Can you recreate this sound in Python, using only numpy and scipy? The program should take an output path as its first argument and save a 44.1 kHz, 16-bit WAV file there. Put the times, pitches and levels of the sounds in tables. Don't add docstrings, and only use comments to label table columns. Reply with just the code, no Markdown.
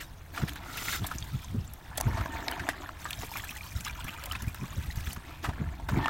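import sys
import numpy as np
from scipy import signal
from scipy.fft import rfft, irfft
from scipy.io import wavfile
from scipy.ndimage import uniform_filter1d

SR = 44100
rng = np.random.default_rng(int(sys.argv[2]) if len(sys.argv) > 2 else 0)


def log_audio(samples):
    frames = np.atleast_2d(samples).T
    limited = np.clip(frames, -1, 1)
    pcm = np.round(limited * 32767).astype(np.int16)
    wavfile.write(sys.argv[1], SR, pcm)


N = 268833
TIME = np.arange(N) / SR
FREQS = np.fft.rfftfreq(N, 1 / SR)
EDGE_HZ = 16050

# crest in seconds, churn in dB and spray in dB (both before
# the trims in slosh), rise in seconds, fall in seconds.
SURGES = [(.015, -50.5, -42, 0.04, 0.033), (.378, -40.5, -41, 0.038, 0.077), (.485, -49, -47, 0.017, 0.14),
          (.66, -48.5, -60, 0.07, 0.13), (1.055, -44.5, -43, 0.043, 0.082), (2.19, -41.5, -49, 0.26, 0.3),
          (2.35, -42.5, -47.5, 0.023, 0.29), (2.51, -38.5, -51, 0.041, 0.11), (2.69, -40, -47, .06, 0.068),
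          (2.82, -43.5, -50, 0.024, 0.079), (5.33, -51, -55, 0.17, .05),
          (5.444, -40.5, -39.5, 0.014, 0.026), (5.56, -48.5, -59, 0.1, 0.41),
          (5.89, -38.5, -42, 0.0049, 0.05), (5.99, -35.5, -49, 0.044, 0.097)]
LAP_DB, LAP_SPRAY_DB = -61, -59.5
# resonance in Hz, width in Hz, relative level in dB.
BUCKET = [(700, 107, 10.5), (900, 186, 4), (1350, 85, -1.5), (1700, 176, -1), (3260, 210, -21)]
# frequency in Hz, relative level in dB.
CHURN_COLOUR = [(150, -14), (300, 3.5), (470, -12), (750, -6), (1300, 0.5), (2000, -1.5), (3000, -7),
                (4500, -17), (8000, -38)]
SPRAY_COLOUR = [(1000, -39), (2500, -2.5), (3600, 1), (4800, -4.5), (6500, -2.5), (8500, -7), (10400, -12),
                (12000, -6), (16000, -8)]

PULL_START_S, PULL_FREE_S, PULL_RELEASE_S = 0.6, 0.96, 0.022
RUB_DB, RUB_GROWTH, HISS_DB, HISS_GROWTH = -39.5, .6, -34.5, 1.46
# frequency in Hz, relative level in dB.
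RUB_COLOUR = [(200, -0.5), (600, -8.5), (900, -3), (1100, -5.5), (1400, 9.5), (1650, -10), (2000, 2.5),
              (2700, -14), (3500, -19), (5000, -15), (9000, -41)]

# time in
# seconds, bubbling in dB, spatter in dB (both before the trims in pour).
POUR = [(2.95, -58, -79), (2.99, -54, -51), (3.11, -45, -49.5), (3.21, -54, -48), (3.23, -45, -46),
        (3.27, -53.5, -48.5), (3.39, -43, -44.5), (3.74, -55, -51), (3.86, -48.5, -46), (3.87, -46, -52),
        (3.9, -49, -54), (4.33, -43, -50.5), (4.46, -52.5, -55.5), (5.04, -51, -51), (5.12, -48.5, -44),
        (5.2, -72, -63)]
# crest in seconds, bubbling in dB and
# spatter in dB (both before the trims in pour), rise in seconds, fall in seconds.
DRAIN = [(1.16, -51.5, -51.5, 0.11, 0.43)]
# frequency in Hz, relative level in dB.
BUBBLE_COLOUR = [(300, 11.5), (470, -7), (750, -5.5), (1200, 2.5), (2400, 4), (3600, -1.5), (5000, -20),
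                 (8000, -50)]
SPATTER_COLOUR = [(1500, -6), (4000, -2), (6200, 1.5), (8500, -1), (10400, -4), (12200, -0.5), (16000, 0.5)]

# start in #
# seconds, burst level in dB before its decay and the bucket, centre in Hz, decay by 60 dB in seconds.
SLAPS = [(.004, -33.5, 1810, 0.081), (0.376, -23, 1500, 0.032), (.415, -32, 1440, 0.065),
         (.476, -31, 1600, 0.067), (0.556, -35, 1520, 0.085), (0.775, -31, 2630, .064),
         (.882, -25, 2000, 0.05), (.923, -29.5, 1670, 0.15), (1.043, -28.5, 930, 0.035),
         (1.111, -28.5, 1330, 0.073), (2.07, -33.5, 400, 0.097), (2.169, -33, 1120, 0.18),
         (2.208, -26.5, 1260, .035), (2.593, -29.5, 1700, 0.066), (2.692, -29.5, 1760, .08),
         (3.055, -32, 1220, .086), (3.231, -23.5, 1060, 0.025), (3.232, -35.5, 370, 0.061),
         (3.353, -29, 1230, 0.051), (4.315, -39, 1360, 0.11), (4.351, -29, 1490, 0.051),
         (4.545, -28.5, 1400, 0.024), (5.07, -24, 1700, 0.024), (5.162, -28, 1300, 0.025),
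         (5.44, -25.5, 1120, 0.11), (5.488, -30, 980, 0.07), (5.797, -33.5, 900, 0.028),
         (5.889, -32.5, 1530, 0.062)]
SLAP_RISE_S = .003

# start in seconds, peak in dB before the bucket and scatter,
# lowest mode in Hz, decay of that mode by 60 dB in seconds.
KNOCKS = [(1.184, -24, 6000, 0.025), (1.225, -29.5, 3280, .028), (1.445, -35, 6270, 0.036),
          (2.259, -26.5, 1060, 0.0071), (2.482, -18, 3850, 0.02), (2.483, -24, 1640, 0.029),
          (2.689, -14, 1620, 0.0033), (2.891, -28, 1080, 0.013), (3.054, -26.5, 1230, 0.016),
          (3.107, -26.5, 2530, 0.027), (3.130, -24, 3230, 0.02), (3.849, -27.5, 5230, 0.026),
          (5.889, -26.5, 1000, 0.015), (6.058, -19, 825, .023), (6.059, -23, 2430, .02),
          (6.078, -43, 2830, 0.016), (6.081, -20.5, 1254, 0.044)]
SHELL_MODES = [(1, 0.8), (1.13, -0.77), (1.36, 0.81), (1.83, -0.22), (2.7, 0.23)]
CRACK_DB = -2.5
WET_CUTOFF_HZ = 7500
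# crest in seconds,
# rattle in dB, rise in seconds, fall in seconds.
RUMMAGE = [(2.19, -46, 0.093, .04), (2.34, -42.5, 0.038, 0.094), (2.53, -43, 0.027, 0.021),
           (2.7, -50, 0.038, 0.047), (5.89, -44, 0.0063, .025), (6.05, -34.5, .04, 0.17)]
# resonance in Hz, width in Hz, relative level in dB.
HEAP = [(900, 22, 12.5), (1220, 120, 1.0), (1803, 31, 10.5), (2040, 110, -5),
        (2850, 200, -5), (3400, 370, 0.0), (4100, 180, -10), (5300, 280, -22)]

# start in seconds, level in dB before onset and decay, first pitch in Hz.
PLIPS = [(1.042, -30, 3400), (1.677, -39, 7230), (2.523, -28.5, 2940), (2.700, -26, 1850),
         (3.045, -32, 7600), (3.316, -30, 873), (3.492, -27.5, 2500), (3.609, -30, 2320),
         (3.866, -27, 1180), (3.876, -27.5, 1610), (4.313, -24, 2950), (4.352, -27.5, 2500),
         (4.641, -33.5, 1087), (4.728, -35.5, 1120), (4.911, -36, 3970), (5.463, -32, 1880)]
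PLIP_T60_S, PLIP_HZ, PLIP_DAMPING = 0.025, 2000, 0.31
# start in seconds, peak in dB before the bucket
# and scatter, centre in Hz, decay of the burst by 60 dB in seconds.
SNAPS = [(.485, -36.5, 7000, 0.014), (.493, -33, 7000, 0.0092), (.534, -33.5, 10000, 0.0068),
         (0.558, -37.5, 4960, 0.0062), (0.772, -31, 3860, 0.022), (1.066, -31, 12200, 0.046),
         (1.736, -34, 14300, 0.0088), (1.974, -25.5, 11300, 0.027), (1.978, -25, 3600, 0.029),
         (2.001, -33.5, 2980, 0.027), (2.01, -21, 7750, 0.0049), (2.513, -30, 7750, 0.0098),
         (2.689, -29.5, 4470, 0.032), (3.106, -33.5, 11000, .028), (3.807, -35, 7060, 0.014),
         (4.043, -36.5, 11100, 0.028), (4.238, -31, 4020, 0.005), (4.257, -30, 9000, 0.027),
         (4.321, -26.5, 9000, 0.0076), (4.421, -36, 7800, 0.026), (4.482, -37.5, 13000, .011),
         (4.545, -36.5, 9000, 0.01), (4.957, -40, 7100, 0.035), (5.130, -32, 10500, 0.025)]
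# crest in seconds,
# level in dB, centre in Hz, rise in seconds, fall in seconds.
TRICKLES = [(1.36, -56.5, 3540, .12, 0.18), (5.32, -54, 2500, 0.069, 0.14)]

# peak in seconds, peak level in dB, pitch at the
# peak in Hz, time from the peak until it is about 11 dB down in seconds.
BUFFETS = [(0.436, -23.5, 140.6, 0.0077), (.521, -37.5, 57.7, 0.049), (1.024, -26, 108.7, 0.017),
           (1.159, -28.5, 103.4, 0.0057), (1.226, -28, 74, 0.0068), (1.354, -26.5, 119.8, 0.012),
           (1.55, -25.5, 119.7, 0.01), (1.587, -27.5, 97.2, 0.027), (2.078, -19.5, 100, 0.019),
           (2.153, -28, 85, 0.019), (2.209, -23.5, 85.3, 0.011), (2.345, -32.5, 76.3, 0.015),
           (2.616, -31, 86.8, 0.0088), (3.201, -33.5, 91.2, 0.017), (3.765, -25.5, 68.8, 0.009),
           (3.937, -34, 62.2, 0.01), (4.05, -26.5, 91.8, 0.0059), (4.335, -33, 73.2, 0.042),
           (4.437, -29, 99.3, 0.011), (4.479, -23, 90.8, 0.006), (4.63, -32.5, 132, 0.017),
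           (4.784, -25.5, 91.2, 0.013), (4.885, -27, 70.7, 0.014), (4.978, -24.5, 71.1, 0.0056),
           (5.011, -27.5, 58.6, 0.0093), (5.079, -24.5, 75.6, 0.0067), (5.176, -28, 107.6, 0.0034),
           (5.491, -25, 104.1, 0.011), (5.618, -26, 132.4, 0.017), (5.683, -30.5, 78, 0.029),
           (5.844, -31.5, 70, 0.011), (5.934, -21.5, 105.5, 0.013), (5.978, -24, 140, 0.015),
           (6.015, -29, 69.2, 0.011)]
EDDY_DB, EDDY_HZ, EDDY_DB_PER_OCTAVE = -11, 100, 19
RUMBLE_DB, RUMBLE_WANDER_DB = -49, -1.5
# frequency in Hz, relative level in dB.
EDDY_COLOUR = [(60, -22), (130, 6.5), (190, 4), (300, -6), (450, -16.5), (700, -30.5),
               (1500, -29), (4000, -72)]
AIR_COLOUR = [(15, -16), (25, -51), (45, 9), (75, 7), (160, -4), (300, -20.5), (500, -56), (1500, -66)]
BACKDROP_COLOUR = [(100, 20), (300, 1), (470, 0.5), (900, 4.5), (1600, -2.5), (3000, -12.5), (5000, -20),
                   (10000, -16.5), (16000, -15)]

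SIDE_HAZE_DB, SIDE_RUSH_DB = -27, -9.5


def slosh():
    churn = froth(per_s=3000, low_hz=249.4, high_hz=5490, cycles=15, rise=0.04, spread_db=4.5)
    churn = bucket(scatter(churn, t60=0.035, wet_db=-8.5), ring_db=-3.5)
    churn = colour(churn, CHURN_COLOUR)
    beads = froth(per_s=910, low_hz=2500, high_hz=14100, cycles=86, rise=0.028, spread_db=0.0)
    drops = patter(per_s=800, spread_db=-3.5, t60=0.015)
    drops = mottle(drops, patchy_db=4.5, width_hz=680, length_s=0.012)
    spray = colour(drops + amp(-6.5) * beads, SPRAY_COLOUR)
    churning = np.hypot(swells(SURGES, axis=1), amp(LAP_DB))
    spraying = np.hypot(swells(SURGES, axis=2), amp(LAP_SPRAY_DB))
    return amp(1.0) * steady(churn) * churning + amp(-3.5) * steady(spray) * spraying


def glove():
    rub = colour(patter(per_s=860, spread_db=3.5, t60=0.042), RUB_COLOUR)
    hiss = patter(per_s=5800, spread_db=2, t60=0.016)
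    hiss = colour(mottle(hiss, patchy_db=2.5, width_hz=590, length_s=0.0033), SPRAY_COLOUR)
    speed = np.clip((TIME - PULL_START_S) / (PULL_FREE_S - PULL_START_S), 0, 1)
    contact = np.exp(-np.clip((TIME - PULL_FREE_S) / PULL_RELEASE_S, 0, 20))
    grip = wander(depth_db=1.5, rate_hz=56)
    rubbing = amp(RUB_DB) * grip * steady(rub) * speed ** RUB_GROWTH
    hissing = amp(HISS_DB) * steady(hiss) * speed ** HISS_GROWTH
    return contact * (rubbing + hissing)


def pour():
    bubbles = froth(per_s=900, low_hz=550, high_hz=6000, cycles=34, rise=.22, spread_db=4.3)
    smacks = patter(per_s=900, spread_db=4.8, t60=.013)
    smacks = mottle(smacks, patchy_db=2.5, width_hz=700, length_s=.004)
    fizz = froth(per_s=1000, low_hz=3000, high_hz=15000, cycles=38, rise=.15, spread_db=4.8)
    body = colour(scatter(bubbles + amp(-6) * smacks, t60=.07, wet_db=-5), BUBBLE_COLOUR)
    spatter = colour(scatter(smacks + amp(-1) * fizz, t60=.06, wet_db=-6), SPATTER_COLOUR)
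    bubbling = level(POUR, axis=1) + swells(DRAIN, axis=1)
    spattering = level(POUR, axis=2) + swells(DRAIN, axis=2)
    stream = amp(1) * steady(body) * bubbling + amp(-0.5) * steady(spatter) * spattering
    return stream * wander(depth_db=2.5, rate_hz=29)


def slaps(breadth=0.31, size=9000):
    out, t = np.zeros(N), np.arange(size) / SR
    for s, db, hz, t60 in SLAPS:
        burst = unit(resonate(rng.standard_normal(size), hz, breadth * hz))
        add(out, s, amp(db) * burst * (1 - np.exp(-t / SLAP_RISE_S)) * 1000 ** (-t / t60))
    return bucket(out, ring_db=-25.0)


def knocks(crack_t60=0.017, crack_breadth=0.28, size=4000):
    out, t = np.zeros(N), np.arange(size) / SR
    for s, db, hz, t60 in KNOCKS:
        ring = np.zeros(size)
        for ratio, gain in SHELL_MODES:
            mode_hz = hz * ratio
            if mode_hz < EDGE_HZ:
                wet_gain = gain / (1 + (mode_hz / WET_CUTOFF_HZ) ** 4)
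                ring += wet_gain * np.sin(2 * np.pi * mode_hz * t) * 1000 ** (-t / t60 * ratio)
        crack = rng.standard_normal(size) * 1000 ** (-t / crack_t60)
        crack = resonate(crack, hz, crack_breadth * hz)
        add(out, s, amp(db) * crest(crest(ring) + amp(CRACK_DB) * crest(crack)))
    return scatter(bucket(out, ring_db=-8), t60=.06, wet_db=-15)


def rummage():
    rattle = np.zeros(N)
    for hz, width_hz, db in HEAP:
        hits = patter(per_s=460, spread_db=1, t60=0.0039)
        rattle += amp(db) * unit(resonate(hits, hz, width_hz))
    return steady(rattle) * swells(RUMMAGE, axis=1)


def plips():
    out = np.zeros(N)
    for s, db, hz in PLIPS:
        t60 = PLIP_T60_S * (PLIP_HZ / hz) ** PLIP_DAMPING
        add(out, s, amp(db) * bubble(hz, t60, rise=0.19))
    return out


def snaps(breadth=4.4, size=3000):
    out, t = np.zeros(N), np.arange(size) / SR
    for s, db, hz, t60 in SNAPS:
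        burst = rng.standard_normal(size) * 1000 ** (-t / t60)
        add(out, s, amp(db) * crest(resonate(burst, hz, breadth * hz)))
    return scatter(bucket(out, ring_db=7.5), t60=0.011, wet_db=5.0)


def trickle(breadth=.2):
    fizz, out = patter(per_s=5200, spread_db=5, t60=0.017), np.zeros(N)
    for row in TRICKLES:
        hz = row[2]
        out += unit(resonate(fizz, hz, breadth * hz)) * swells([row], axis=1)
    return out


def air(sag=0.2897, wake_db=-15, wake_length=5.9, size=10000):
    (out, stir, wake), t = np.zeros((3, N)), (np.arange(size) - size / 2) / SR
    for s, db, hz, length in BUFFETS:
        fine_db = EDDY_DB + EDDY_DB_PER_OCTAVE * np.log2(hz / EDDY_HZ)
        swell = 1 / np.cosh(np.minimum(1.91 * abs(t) / length, 20))
        start = s - size / 2 / SR
        turns = np.cumsum(hz * (1 - sag * np.tanh(t / length))) / SR + rng.random()
        add(out, start, amp(db) * swell * np.sin(2 * np.pi * turns))
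        add(stir, start, amp(db + fine_db) * swell ** 0.63)
        add(wake, start, amp(db + wake_db) * swell ** (1 / wake_length))
    eddies = colour(rng.standard_normal(N), EDDY_COLOUR)
    restless = amp(RUMBLE_DB) * wander(depth_db=RUMBLE_WANDER_DB, rate_hz=18)
    rumble = steady(colour(rng.standard_normal(N), AIR_COLOUR)) * (restless + wake)
    return out + steady(eddies, size=500) * stir + rumble


def backdrop():
    return amp(-51) * colour(rng.standard_normal(N), BACKDROP_COLOUR)


def bubble(hz, t60, rise):
    t = np.arange(int(t60 * SR) + 8) / SR
    tone = np.sin(2 * np.pi * hz * (t + rise * t * t / t60 / 2))
    return tone * 1000 ** (-t / t60) * (1 - np.exp(-t * hz * 2))


def froth(per_s, low_hz, high_hz, cycles, rise, spread_db, count=48):
    births, kind, out = arrivals(per_s, spread_db), rng.integers(0, count, N), np.zeros(N)
    for k, (place, life, lift) in enumerate(rng.random((count, 3))):
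        hz = low_hz * (high_hz / low_hz) ** ((k + place) / count)
        ring = bubble(hz, cycles * (.5 + life) / hz, rise * 2 * lift) * np.sqrt(hz / low_hz)
        for at in np.flatnonzero(births * (kind == k)):
            add(out, at / SR, births[at] * ring)
    return unit(out)


def patter(per_s, spread_db, t60):
    strikes = arrivals(per_s, spread_db) ** 2
    power = signal.lfilter([1], [1, -1000 ** (-2 / t60 / SR)], strikes)
    return unit(rng.standard_normal(N) * np.sqrt(power))


def arrivals(per_s, spread_db):
    chance, size, sign = rng.random(N), rng.exponential(1, N), rng.choice([-1, 1], N)
    return (chance < per_s / SR) * sign * amp(spread_db * np.minimum(size, 4))


def mottle(x, patchy_db, width_hz, length_s):
    hz, t, z = signal.stft(x, SR, nperseg=256)
    patch_hz = np.exp(-((hz[:33] - hz[16]) / width_hz) ** 2)
    patch_time = np.exp(-((t[:33] - t[16]) / length_s) ** 2)
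    field = signal.fftconvolve(rng.standard_normal(z.shape), np.outer(patch_hz, patch_time), "same")
    return unit(signal.istft(z * amp(patchy_db * unit(field)), SR, nperseg=256)[1][:N])


def bucket(x, ring_db):
    return x + amp(ring_db) * sum(amp(db) * resonate(x, hz, width) for hz, width, db in BUCKET)


def scatter(x, t60, wet_db, size=4000, count=5):
    tails = rng.standard_normal((count, size)) * 1000 ** (-np.arange(size) / SR / t60)
    tails /= np.linalg.norm(tails, axis=1)[:, None]
    knots = np.linspace(0, N / SR, 240)
    shares = np.array([np.interp(TIME, knots, rng.standard_normal(240)) for _ in tails])
    shares /= np.sqrt((shares ** 2).sum(0))
    wet = signal.oaconvolve(x * shares, tails, axes=1).sum(0)
    return x + amp(wet_db) * wet[:N]


def resonate(x, hz, width_hz):
    b, a = signal.iirpeak(min(hz, SR / 2 - 2000), hz / min(width_hz, SR / 4), SR)
    return signal.lfilter(b, a, x)


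def colour(x, points):
    hz, db = np.transpose(points)
    gain = amp(np.interp(np.log(FREQS + 1), np.log(hz), db))
    return unit(irfft(rfft(x) * gain, N))


def level(curve, axis):
    points = np.array(curve)
    db = np.interp(TIME, points[:, 0], points[:, axis], left=-np.inf, right=-np.inf)
    return uniform_filter1d(amp(db), size=300)


def swells(rows, axis):
    power = np.zeros(N)
    for row in rows:
        since, (rise_s, fall_s) = TIME - row[0], row[-2:]
        depth = np.where(since < 0, (since / rise_s) ** 2, since / fall_s)
        power += (amp(row[axis]) * np.exp(-np.minimum(depth, 20))) ** 2
    return np.sqrt(power)


def wander(depth_db, rate_hz):
    slow = np.exp(-np.minimum((FREQS / rate_hz) ** 2, 20))
    drift = irfft(rfft(rng.standard_normal(N)) * slow, N)
    return unit(amp(depth_db * unit(drift)))


def steady(x, size=2600):
    power = uniform_filter1d(uniform_filter1d(x ** 2, size), size)
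    return x / np.sqrt(abs(power) + 1e-9)


def amp(db):
    return 10 ** (np.asarray(db) / 20)


def unit(x):
    return x / np.sqrt(np.mean(x ** 2) + 1e-20)


def crest(x):
    return x / (abs(x).max() + 1e-20)


def add(mix, s, sound):
    part = mix[max(round(s * SR), 0):][:len(sound)]
    part += sound[:len(part)]


def scene():
    water = slosh() + pour() + slaps() + plips() + trickle()
    solids = glove() + knocks() + rummage() + snaps()
    mid = water + solids + air() + backdrop()
    highpass = signal.butter(8, 5000, "high", fs=SR, output="sos")
    treble, rush = signal.sosfilt(highpass, [mid, glove()])
    haze = scatter(treble, t60=0.002, wet_db=SIDE_HAZE_DB) - treble
    side = haze + amp(SIDE_RUSH_DB) * rush
    return np.array([mid + side, mid - side])


def record(dry):
    lowpass = signal.firwin(401, EDGE_HZ, window=("kaiser", 9), fs=SR)
    return signal.oaconvolve(dry, lowpass[None], "same")


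dry = scene()
out = record(dry)
log_audio(out)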